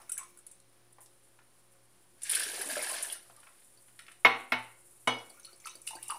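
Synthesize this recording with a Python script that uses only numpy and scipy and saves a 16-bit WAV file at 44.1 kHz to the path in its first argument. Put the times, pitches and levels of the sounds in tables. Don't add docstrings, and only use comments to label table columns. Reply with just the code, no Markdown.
import sys
import numpy as np
from scipy import signal
from scipy.fft import rfft, irfft, next_fast_len
from scipy.io import wavfile

SR = 44100
rng = np.random.default_rng(int(sys.argv[2]) if len(sys.argv) > 2 else 0)


def unload_audio(sound):
    columns = np.transpose(np.atleast_2d(sound))
    steps = np.round(np.clip(columns, -1, 1) * 32767)
    wavfile.write(sys.argv[1], SR, steps.astype(np.int16))


def level_to_linear(level):
    exponent = np.asarray(level, float) / 20
    return 10 ** exponent


N = 272538
T = np.arange(N) / SR


def rms_one(x):
    return x / np.sqrt(np.mean(x ** 2) + 1e-20)


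def gain_in_time(rows):
    s, db = np.transpose(rows)
    return level_to_linear(np.interp(T, s, db, left=-200, right=-200))


def at_hz(points, hz):
    table_hz, value = np.transpose(points)
    return np.interp(np.log(hz), np.log(table_hz), value)


def drift(rate):
    r = np.exp(-80 * np.pi * rate / SR)
    slow = signal.lfilter([1], [1, -2 * r, r * r], rng.standard_normal(N // 40 + 2002))[2000:]
    return np.interp(np.arange(N) / 40, np.arange(len(slow)), rms_one(slow))


def band(x, low_hz, high_hz):
    edges = [low_hz, min(high_hz, 0.45 * SR)]
    return signal.sosfilt(signal.butter(2, edges, "band", fs=SR, output="sos"), x)


def coloured(x, spectrum):
    hz = np.maximum(np.arange(len(x) // 2 + 1) * SR / len(x), 1)
    return rms_one(irfft(rfft(x) * level_to_linear(at_hz(spectrum, hz)), len(x)))


def add(out, s, sound):
    i = round(s * SR)
    out[i:i + len(sound)] += sound[:N - i]


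def burst(hz, octaves, t60):
    t = T[:SR // 8]
    noise = rng.standard_normal(len(t)) * level_to_linear(-60 * t / t60)
    puff = band(noise, hz / 2 ** octaves, hz * 2 ** octaves)
    return puff / np.abs(puff).max()


def liquid(gain, spectrum, per_s, cycles, smooth, patchy_db):
    out, flowing = np.zeros(N), gain > 1e-8
    n = flowing.sum()
    surge = drift(17)[:n]
    sizes = level_to_linear(2.5 * np.minimum(rng.exponential(1, n), 3.5)) * rng.choice([-1, 1], n)
    sizes *= rng.random(n) < per_s * level_to_linear(3.0 * surge) / SR
    pitches = np.geomspace(spectrum[1][0], spectrum[-1][0], 30)
    dealt = rng.integers(0, 30, n)
    grains = 0
    for k, hz in enumerate(pitches):
        r, w = level_to_linear(-60 * hz / (cycles * SR)), 2 * np.pi * hz / SR
        struck = sizes * (dealt == k) + 1e-18
        rung = signal.lfilter([1, 0, -1], [1, -2 * r * np.cos(w), r * r], struck)
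        grains = grains + rms_one(rung) * np.sqrt(hz) * level_to_linear(at_hz(spectrum, hz))
    rush = coloured(rng.standard_normal(next_fast_len(n)), spectrum)[:n] * level_to_linear(patchy_db * surge)
    out[flowing] = gain[flowing] * rms_one(rms_one(grains) + smooth * rush)
    return out


# time in seconds, flow level in dB.
JAR_FLOW = [
    (2.18, -81),
    (2.23, -61),
    (2.32, -41.5),
    (2.5, -45.5),
    (2.92, -43),
    (3.12, -50.5),
    (3.22, -65),
    (3.6, -74.5),
]
# time in seconds, trickle level in dB.
TRICKLE = [
    [(0.0, -71), (0.348, -74), (0.6, -87)],
    [(5.25, -69.5), (5.568, -70.5), (6.18, -63)],
]
# time in seconds, fizz level in dB.
FIZZ = [
    [(0.3, -81), (0.712, -76), (2.2, -73)],
    [(3.4, -75), (3.43, -69.5), (5.3, -63.5)],
]
# frequency in Hz, level in dB per Hz.
SPRAY_COLOUR = [(3240, -28), (5500, -7), (6150, -6), (7060, 3), (9190, 2.5), (9740, 0.5), (11900, 1),
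                (15200, -2.5), (16000, -23)]
# frequency in Hz, level in dB per Hz.
SPLASH_COLOUR = [(650, -32), (1100, -15), (1280, -20), (1660, 7), (1970, -6.5), (2170, -0.5), (2370, -2),
                 (4170, -5.5), (4610, -2), (7000, -12.5), (9100, -44), (15400, -120)]
# frequency in Hz, level in dB per Hz.
CHURN_COLOUR = [(88, -78), (150, -34), (226, -17), (329, -7), (496, -13), (576, -4), (807, -5), (1400, -13),
                (1820, -42), (3080, -120)]
# frequency in Hz, level in dB per Hz.
THIN_COLOUR = [(710, 2.5), (1200, 13), (1340, -22), (1910, -69), (2230, 15), (4500, -28), (5240, 4),
               (7660, 2.5), (9610, -1), (16000, 3.5)]
SPLASH_DB, SPLASH_FADE_DB_PER_S = 1.5, 3
CHURN_DB, POOL_S, POOL_DB_PER_S = -8.5, 2.48, 60


def streams():
    spray = gain_in_time(JAR_FLOW)
    splash = spray * level_to_linear(SPLASH_DB - SPLASH_FADE_DB_PER_S * (T - JAR_FLOW[0][0]))
    churn = spray * level_to_linear(CHURN_DB + POOL_DB_PER_S * np.minimum(T - POOL_S, 0))
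    trickle = sum(gain_in_time(rows) for rows in TRICKLE)
    fizz = sum(gain_in_time(rows) for rows in FIZZ)
    fine = liquid(spray, SPRAY_COLOUR, 2500, cycles=60, smooth=0.55, patchy_db=3.5)
    coarse = liquid(splash, SPLASH_COLOUR, 1500, cycles=45, smooth=0.7, patchy_db=3.5)
    thin = liquid(trickle, THIN_COLOUR, 4000, cycles=50, smooth=1.3, patchy_db=3)
    deep = liquid(churn, CHURN_COLOUR, 350, cycles=22, smooth=0.94, patchy_db=-3)
    foam = fizz * coloured(rng.standard_normal(N), SPRAY_COLOUR) * level_to_linear(2.4 * drift(23))
    mix = level_to_linear(-5.5) * fine + coarse + deep + level_to_linear(2.5) * thin + level_to_linear(-5.5) * foam
    return band(mix, 190, 23000)


# start in seconds, peak in dB, body in dB against the spray.
DRIPS = [(0.0164, -48, 4), (0.0937, -28.5, -10), (0.1181, -20.5, -18), (0.1775, -21.5, -14),
         (0.1854, -42, -10), (0.2314, -41.5, -1), (0.3726, -42, -11), (0.3874, -42.5, -12),
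         (0.4653, -35.5, -10.5), (0.5132, -39.5, -24), (0.601, -63, -6), (0.9248, -50.5, -14),
         (1.0051, -46, -12), (3.363, -44.5, -5), (3.4004, -45.5, -5), (3.6443, -48.5, -29),
         (3.9905, -45, 2.5), (4.0195, -46, -9), (4.1167, -43, -4)]
# start in seconds, peak in dB, body in dB against the spray.
JETS = [(2.2183, -37, 2), (2.2313, -25, -33), (2.2942, -16.5, -4.5), (2.3124, -16.5, -9.5),
        (2.349, -17, -2), (2.3954, -20.5, -2.5), (2.4323, -25.5, 1), (2.7516, -33, -1), (2.5595, -31, -6),
        (2.6119, -22.5, -5), (2.6548, -27, -20), (2.6858, -30, -14), (2.8244, -25, -11),
        (2.8928, -26.5, -6), (2.9422, -30, -16), (3.0005, -41, 6), (3.025, -21.5, -38), (3.1228, -26.5, -4)]
# start in seconds, peak in dB, body in dB against the spray.
GLUGS = [(5.52, -51, -20), (5.3963, -43.5, -6.5), (5.4492, -38.5, -1.5), (5.5584, -49, -22),
         (5.5754, -49, -14), (5.6008, -45.5, 0), (5.9055, -37, -4), (5.3, -44, -8.5), (5.6592, -34.5, -23),
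         (5.6696, -34, 4), (5.8153, -39.5, -41), (5.8674, -29, -15.5), (5.8727, -27, 0),
         (5.8834, -29.5, -19), (6.0268, -27.5, -8), (6.0802, -29.5, -43), (6.1042, -27.5, -6)]
# start in seconds, peak in dB.
GULPS = [
    (5.3, -57),
    (5.53, -58.5),
    (5.753, -52.5),
    (5.953, -49.5),
    (6.142, -59),
]
DRIP_S, JET_S, GLUG_S = 0.0056, 0.0095, 0.0072
RETURN_DB, RETURN_BODY_DB = 12, -11
SPRAY_HZ, SPRAY_SCATTER = 9380, 0.04


def slaps():
    out, t = np.zeros(N), T[:SR // 12]
    rise = 1 - np.exp(-t / 0.0005)
    returns = [(s, db + RETURN_DB, RETURN_BODY_DB) for s, db in GULPS]
    for rows, length in [(DRIPS, DRIP_S), (JETS, JET_S), (GLUGS + returns, GLUG_S)]:
        for s, peak_db, body_db in rows:
            hz = SPRAY_HZ * np.exp(SPRAY_SCATTER * rng.standard_normal())
            droplets = np.repeat(rng.standard_normal(len(t) // 40 + 1), 40)[:len(t)]
            crackle = level_to_linear(1.86 * droplets)
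            noise = rng.standard_normal(len(t)) * crackle * rise * np.exp(-(t / length) ** 2.2)
            spray = band(noise, hz / 1.366, hz * 1.15) + 0.42 * band(noise, 6500, 15000)
            body = band(noise, 2300, 7500)
            add(out, s, level_to_linear(peak_db - 9.5) * spray / np.abs(spray).max())
            add(out, s, level_to_linear(peak_db + body_db - 5.5) * body / np.abs(body).max())
    return out


# start in seconds, peak in dB.
JAR_POPS = [
    (2.3321, -39),
    (2.3684, -28.5),
    (2.4061, -30.5),
    (2.465, -36.5),
    (2.61, -35),
    (2.699, -31),
    (2.7563, -29),
    (2.873, -36),
    (3.047, -37.5),
]
# start in seconds, peak in dB, pitch in Hz.
POCKETS = [(2.328, -51, 470), (2.462, -50, 430), (2.533, -44, 450), (2.595, -40.5, 395), (2.66, -48.5, 286),
           (2.72, -47.5, 267), (2.69, -39, 616), (2.768, -28, 603), (2.922, -43, 635), (3.064, -62, 710),
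           (3.373, -57.5, 1200), (2.375, -47.5, 470), (3.048, -49, 980), (2.9, -39, 1030), (3.0, -49, 1070),
           (3.153, -53, 1410), (2.3346, -25.5, 3300), (2.7926, -32, 2150), (3.0999, -32.5, 3320)]
# start in seconds, peak in dB, pitch in
# Hz.
BRIM = [
    (0.095, -50.5, 1400),
    (0.372, -63, 1500),
    (0.19, -50, 1100),
    (0.211, -44, 1090),
    (0.1191, -54, 2920),
    (0.1825, -43, 2280),
    (0.17, -50.5, 1660),
    (0.1176, -47, 5970),
    (3.7738, -59.5, 4580),
]
# start in seconds, peak in dB, pitch in Hz.
REFILL = [(5.372, -59, 1420), (5.476, -57, 1343), (5.657, -37, 1310), (5.908, -42.5, 926),
          (5.933, -39, 886), (5.968, -49.5, 1605), (6.1, -28, 1206), (6.12, -32, 1103), (6.144, -37.5, 953),
          (6.092, -45, 870), (5.965, -52, 880), (5.6417, -51, 2190), (5.67, -39, 2650),
          (5.8753, -32.5, 2865), (6.0246, -50, 2800), (6.0596, -52, 2790), (6.0918, -41, 2910),
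          (6.105, -36.5, 2830), (5.186, -51.5, 5650), (5.6, -56, 6400), (5.3991, -57, 6500),
          (5.4318, -52, 6060), (5.4478, -40.5, 4310), (5.6487, -45, 4560), (5.6561, -43, 6240),
          (5.695, -42, 6100), (5.7104, -50, 3940), (6.098, -40, 4780)]
JAR_HZ, JAR_CLIMB_HZ_PER_S = 1566, 220
TICK_HZ, TICK_DB = 4630, 5.5
NECK_HZ, NECK_T60_S = 349, 0.058
BUBBLE_T60_S, SIZE_LAW, VIOLENCE_LAW, MIDDLING_DB = 0.057, 0.55, 0.28, -43


def trapped():
    jar = [(s, db, JAR_HZ + JAR_CLIMB_HZ_PER_S * (s - JAR_FLOW[0][0])) for s, db in JAR_POPS]
    ticks = [(s, db + TICK_DB, TICK_HZ) for s, db in GULPS]
    necks = [(s, db, NECK_HZ, NECK_T60_S) for s, db in GULPS]
    ringing = []
    for s, db, hz in jar + POCKETS + BRIM + REFILL + ticks:
        t60 = BUBBLE_T60_S * (1000 / hz) ** SIZE_LAW * level_to_linear(VIOLENCE_LAW * (MIDDLING_DB - db))
        ringing.append((s, db, hz, t60))
    return ringing + necks


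def bubbles():
    out, t = np.zeros(N), T[:SR // 8]
    for s, peak_db, hz, t60 in trapped():
        add(out, s, level_to_linear(peak_db - 9.5) * burst(hz, 0.46, t60))
        swell = 1 - np.exp(-t * hz / 0.46)
        neighbours = zip(rng.uniform(0.002037, 0.02, 2), rng.normal(0, 0.096, 2), (5, 8))
        for late, detune, below_db in [(0, 0, 0), *neighbours]:
            climb = (0.975 + detune) * t + 0.065 * t ** 2 / t60
            level = level_to_linear(peak_db + 0.5 - below_db - 60 * t / t60)
            add(out, s + late, level * swell * np.sin(2 * np.pi * hz * climb))
    return out


# frequency in Hz, t60 in seconds.
KITCHEN_T60 = [(100, .5), (260, 0.6), (700, 0.53), (1840, 0.48), (4850, 0.44), (12000, 0.1)]


def dying(noise, share):
    t = T[:len(noise)] / share
    out = 0
    for hz in 60 * 2 ** np.arange(0, 8.5, 0.5):
        out = out + band(noise, hz / 2 ** 0.25, hz * 2 ** 0.25) * level_to_linear(-60 * t / at_hz(KITCHEN_T60, hz))
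    return out


# start in seconds, peak in dB, ring in dB, clatter in dB,
# clatter decay as a share of the room's.
KNOCKS = [
    (4.248, -8.5, -8.5, -9, 0.91),
    (4.52, -18.5, -12, -7.5, 0.93),
    (5.073, -16.5, -9.5, -9.5, 0.98),
]
MODE_HZ = [118, 250, 465, 664, 687, 783, 886, 1004, 1132, 1205, 1250, 1305, 1378, 1530, 1992, 2098, 2177,
           2217, 2250, 2403, 2820, 2934, 3010, 3285, 3345, 3720, 4280, 4926, 5792, 6202]
# t60 in seconds, level in dB in the first, second and third knock.
MODE_RINGS = [(0.47, -25, -22, -19), (0.28, -17, -9, -5.5), (.35, -18, -42, -12.5), (0.39, -26, -35, -28),
              (0.19, -21.5, -45, -7), (0.46, -16, -21, -16), (0.32, -14.5, -2.5, -10),
              (0.21, -6, -23, -3.5), (0.34, -8, -12, -21), (0.091, -3.5, -24, -36), (0.08, -15.5, -18, -29),
              (0.26, -26, -33, -16), (0.21, -17.5, -19, -28), (0.14, -16.5, -9, -13),
              (0.11, -22.5, -31, -36), (0.46, -16, -11, -32), (0.13, 5.5, 5.5, -3), (0.38, -10, -5.5, -7),
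              (0.23, -16, -8, -4), (0.33, -17, -22, -21), (0.314, -28.5, -33, -20), (0.32, -23, -18, -5),
              (0.3, -17, -9.5, -12), (0.18, -30.5, -19, -7), (0.44, -26, -33, -17), (0.33, -20.5, -36, -15),
              (0.37, -30, -41, -21.5), (0.42, -52, -31, -25), (0.13, -39.5, -41, -18),
              (0.23, -40.5, -45, -20)]
# frequency in Hz, t60 in seconds,
# level in dB in the first, second and third knock.
RIM_MODES = [(9012, .12, -60, -60, -28), (9835, .1, -55, -55, -28), (10770, .07, -34, -36, -30),
             (11990, .14, -31, -33, -46), (14380, .09, -27, -60, -50)]
# frequency in Hz, level in dB per Hz.
CLATTER = [
    [(90, -49), (250, -15.5), (900, -7.5), (2500, -7.5), (5000, -28), (8000, -46), (15500, -52)],
    [(90, -21), (250, -23.5), (900, -8), (2500, -9), (5000, -26.5), (8000, -47.5), (15500, -35)],
    [(90, -42), (250, 6), (900, 11), (2500, -0.5), (5000, -12), (8000, -18), (15500, -30)],
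]
TWIN_SPLIT, TWIN_DB = 0.007, -6


def knocks():
    out, t = np.zeros(N), T[:SR * 3 // 5]
    modes = np.vstack([np.column_stack([MODE_HZ, MODE_RINGS]), RIM_MODES])
    hz, t60, *struck_db = modes.T[:, :, None]
    for knock, mode_db, colour in zip(KNOCKS, struck_db, CLATTER):
        s, peak_db, ring_db, clatter_db, share = knock
        twin_hz = hz * (1 + TWIN_SPLIT * rng.uniform(-1.1, 1, hz.shape))
        main = np.sin(2 * np.pi * hz * t + rng.uniform(0, 3.86, hz.shape))
        twin = level_to_linear(TWIN_DB) * np.sin(2 * np.pi * twin_hz * t)
        tones = (main + twin) * level_to_linear(mode_db - 60 * t / t60)
        add(out, s, level_to_linear(peak_db + ring_db) * tones.sum(axis=0) * (1 - np.exp(-t / 0.001)))
        clatter = dying(coloured(rng.standard_normal(len(t)), colour), min(share, 7 / 8))
        clatter = clatter * (1 + 3.45 * np.exp(-t / 0.011))
        add(out, s, level_to_linear(peak_db + clatter_db) * clatter * (1 - np.exp(-t / 0.0012)))
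    return band(band(out, 90, 19000), 70, 19000)


# start in seconds, peak in dB, centre in Hz, t60 in seconds.
TOUCHES = [(0.001, -49, 960, 0.13), (1.06, -51, 4670, 0.043), (0.181, -44.5, 1580, 0.16),
           (0.984, -46.5, 846, 0.042), (1.012, -52, 11000, 0.2), (0.601, -52, 5870, 0.012),
           (3.298, -49, 690, 0.031), (1.019, -74, 1090, 0.05), (1.388, -52.5, 1350, 0.037),
           (3.431, -49.5, 1690, 0.045), (3.468, -48, 1500, 0.074), (3.62, -58, 2660, 0.11),
           (3.883, -55, 1873, 0.029), (3.991, -38.5, 1990, 0.045), (4.066, -46.5, 2640, 0.026),
           (4.082, -40, 1780, 0.046), (4.116, -50, 1870, 0.044)]


def touches():
    out = np.zeros(N)
    thuds = [(s, db + 2.0, 600, 0.012) for s, db in GULPS]
    for s, peak_db, hz, t60 in TOUCHES + thuds:
        add(out, s, level_to_linear(peak_db) * burst(hz, 0.66, t60))
    return out


def kitchen(x):
    t = T[:SR // 2]
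    echo = dying(rng.standard_normal(len(t)), 0.66)
    echo = echo * (1 - np.exp(-(t / 0.0015) ** 2))
    return signal.fftconvolve(x, echo / np.sqrt(np.sum(echo ** 2)))[:N]


# frequency in Hz, rms level in dB.
HUM = [(118.4, -77), (183.0, -89.5), (274.5, -92), (355.3, -78.5), (543.7, -82.5), (716.0, -88)]
# frequency in Hz, level in dB per Hz.
AIR_COLOUR = [(20, -24.5), (60, -13), (90, -15.5), (150, -15), (350, -12), (600, -15.5), (1100, -16),
              (2700, -21), (5500, -24), (9000, -34), (13000, -34.5), (16200, -25.5)]
AIR_DB = -69


def background():
    hum = np.zeros(N)
    for hz, db in HUM:
        level = level_to_linear(db + 2.5 + 2.8 * drift(3.0))
        hum += level * np.sin(2 * np.pi * hz * T + 0.75 * drift(1.7))
    air = coloured(rng.standard_normal(N), AIR_COLOUR)
    return hum + level_to_linear(AIR_DB + 0.5 * drift(5.9)) * air


def scene():
    rush, drops, pops, blows, hands = streams(), slaps(), bubbles(), knocks(), touches()
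    wet = level_to_linear(-1) * drops + level_to_linear(-4.5) * hands + level_to_linear(-10) * rush + level_to_linear(-8) * pops
    return (blows + drops + pops + hands + rush + kitchen(wet) + background())[None]


def top_cut(x):
    return signal.sosfilt(signal.butter(12, 16460, fs=SR, output="sos"), x)


PORT_HZ, PORT_WIDTH_HZ, PORT_DB = 9713, 877, 14
CUTOFF_HZ, OFFSET = 16400, -0.0005


def record(dry):
    r, w = np.exp(-np.pi * PORT_WIDTH_HZ / SR), 2 * np.pi * PORT_HZ / SR
    peak = np.array([1, 0, -1]) * (1 - r * r) / 2
    port = signal.lfilter(peak, [1, -2 * r * np.cos(w), r * r], dry)
    low_pass = signal.cheby2(12, 60, CUTOFF_HZ, fs=SR, output="sos")
    mix = signal.sosfilt(low_pass, dry + level_to_linear(PORT_DB) * port) + OFFSET
    return top_cut(mix)


dry = scene()
out = record(dry)
unload_audio(out)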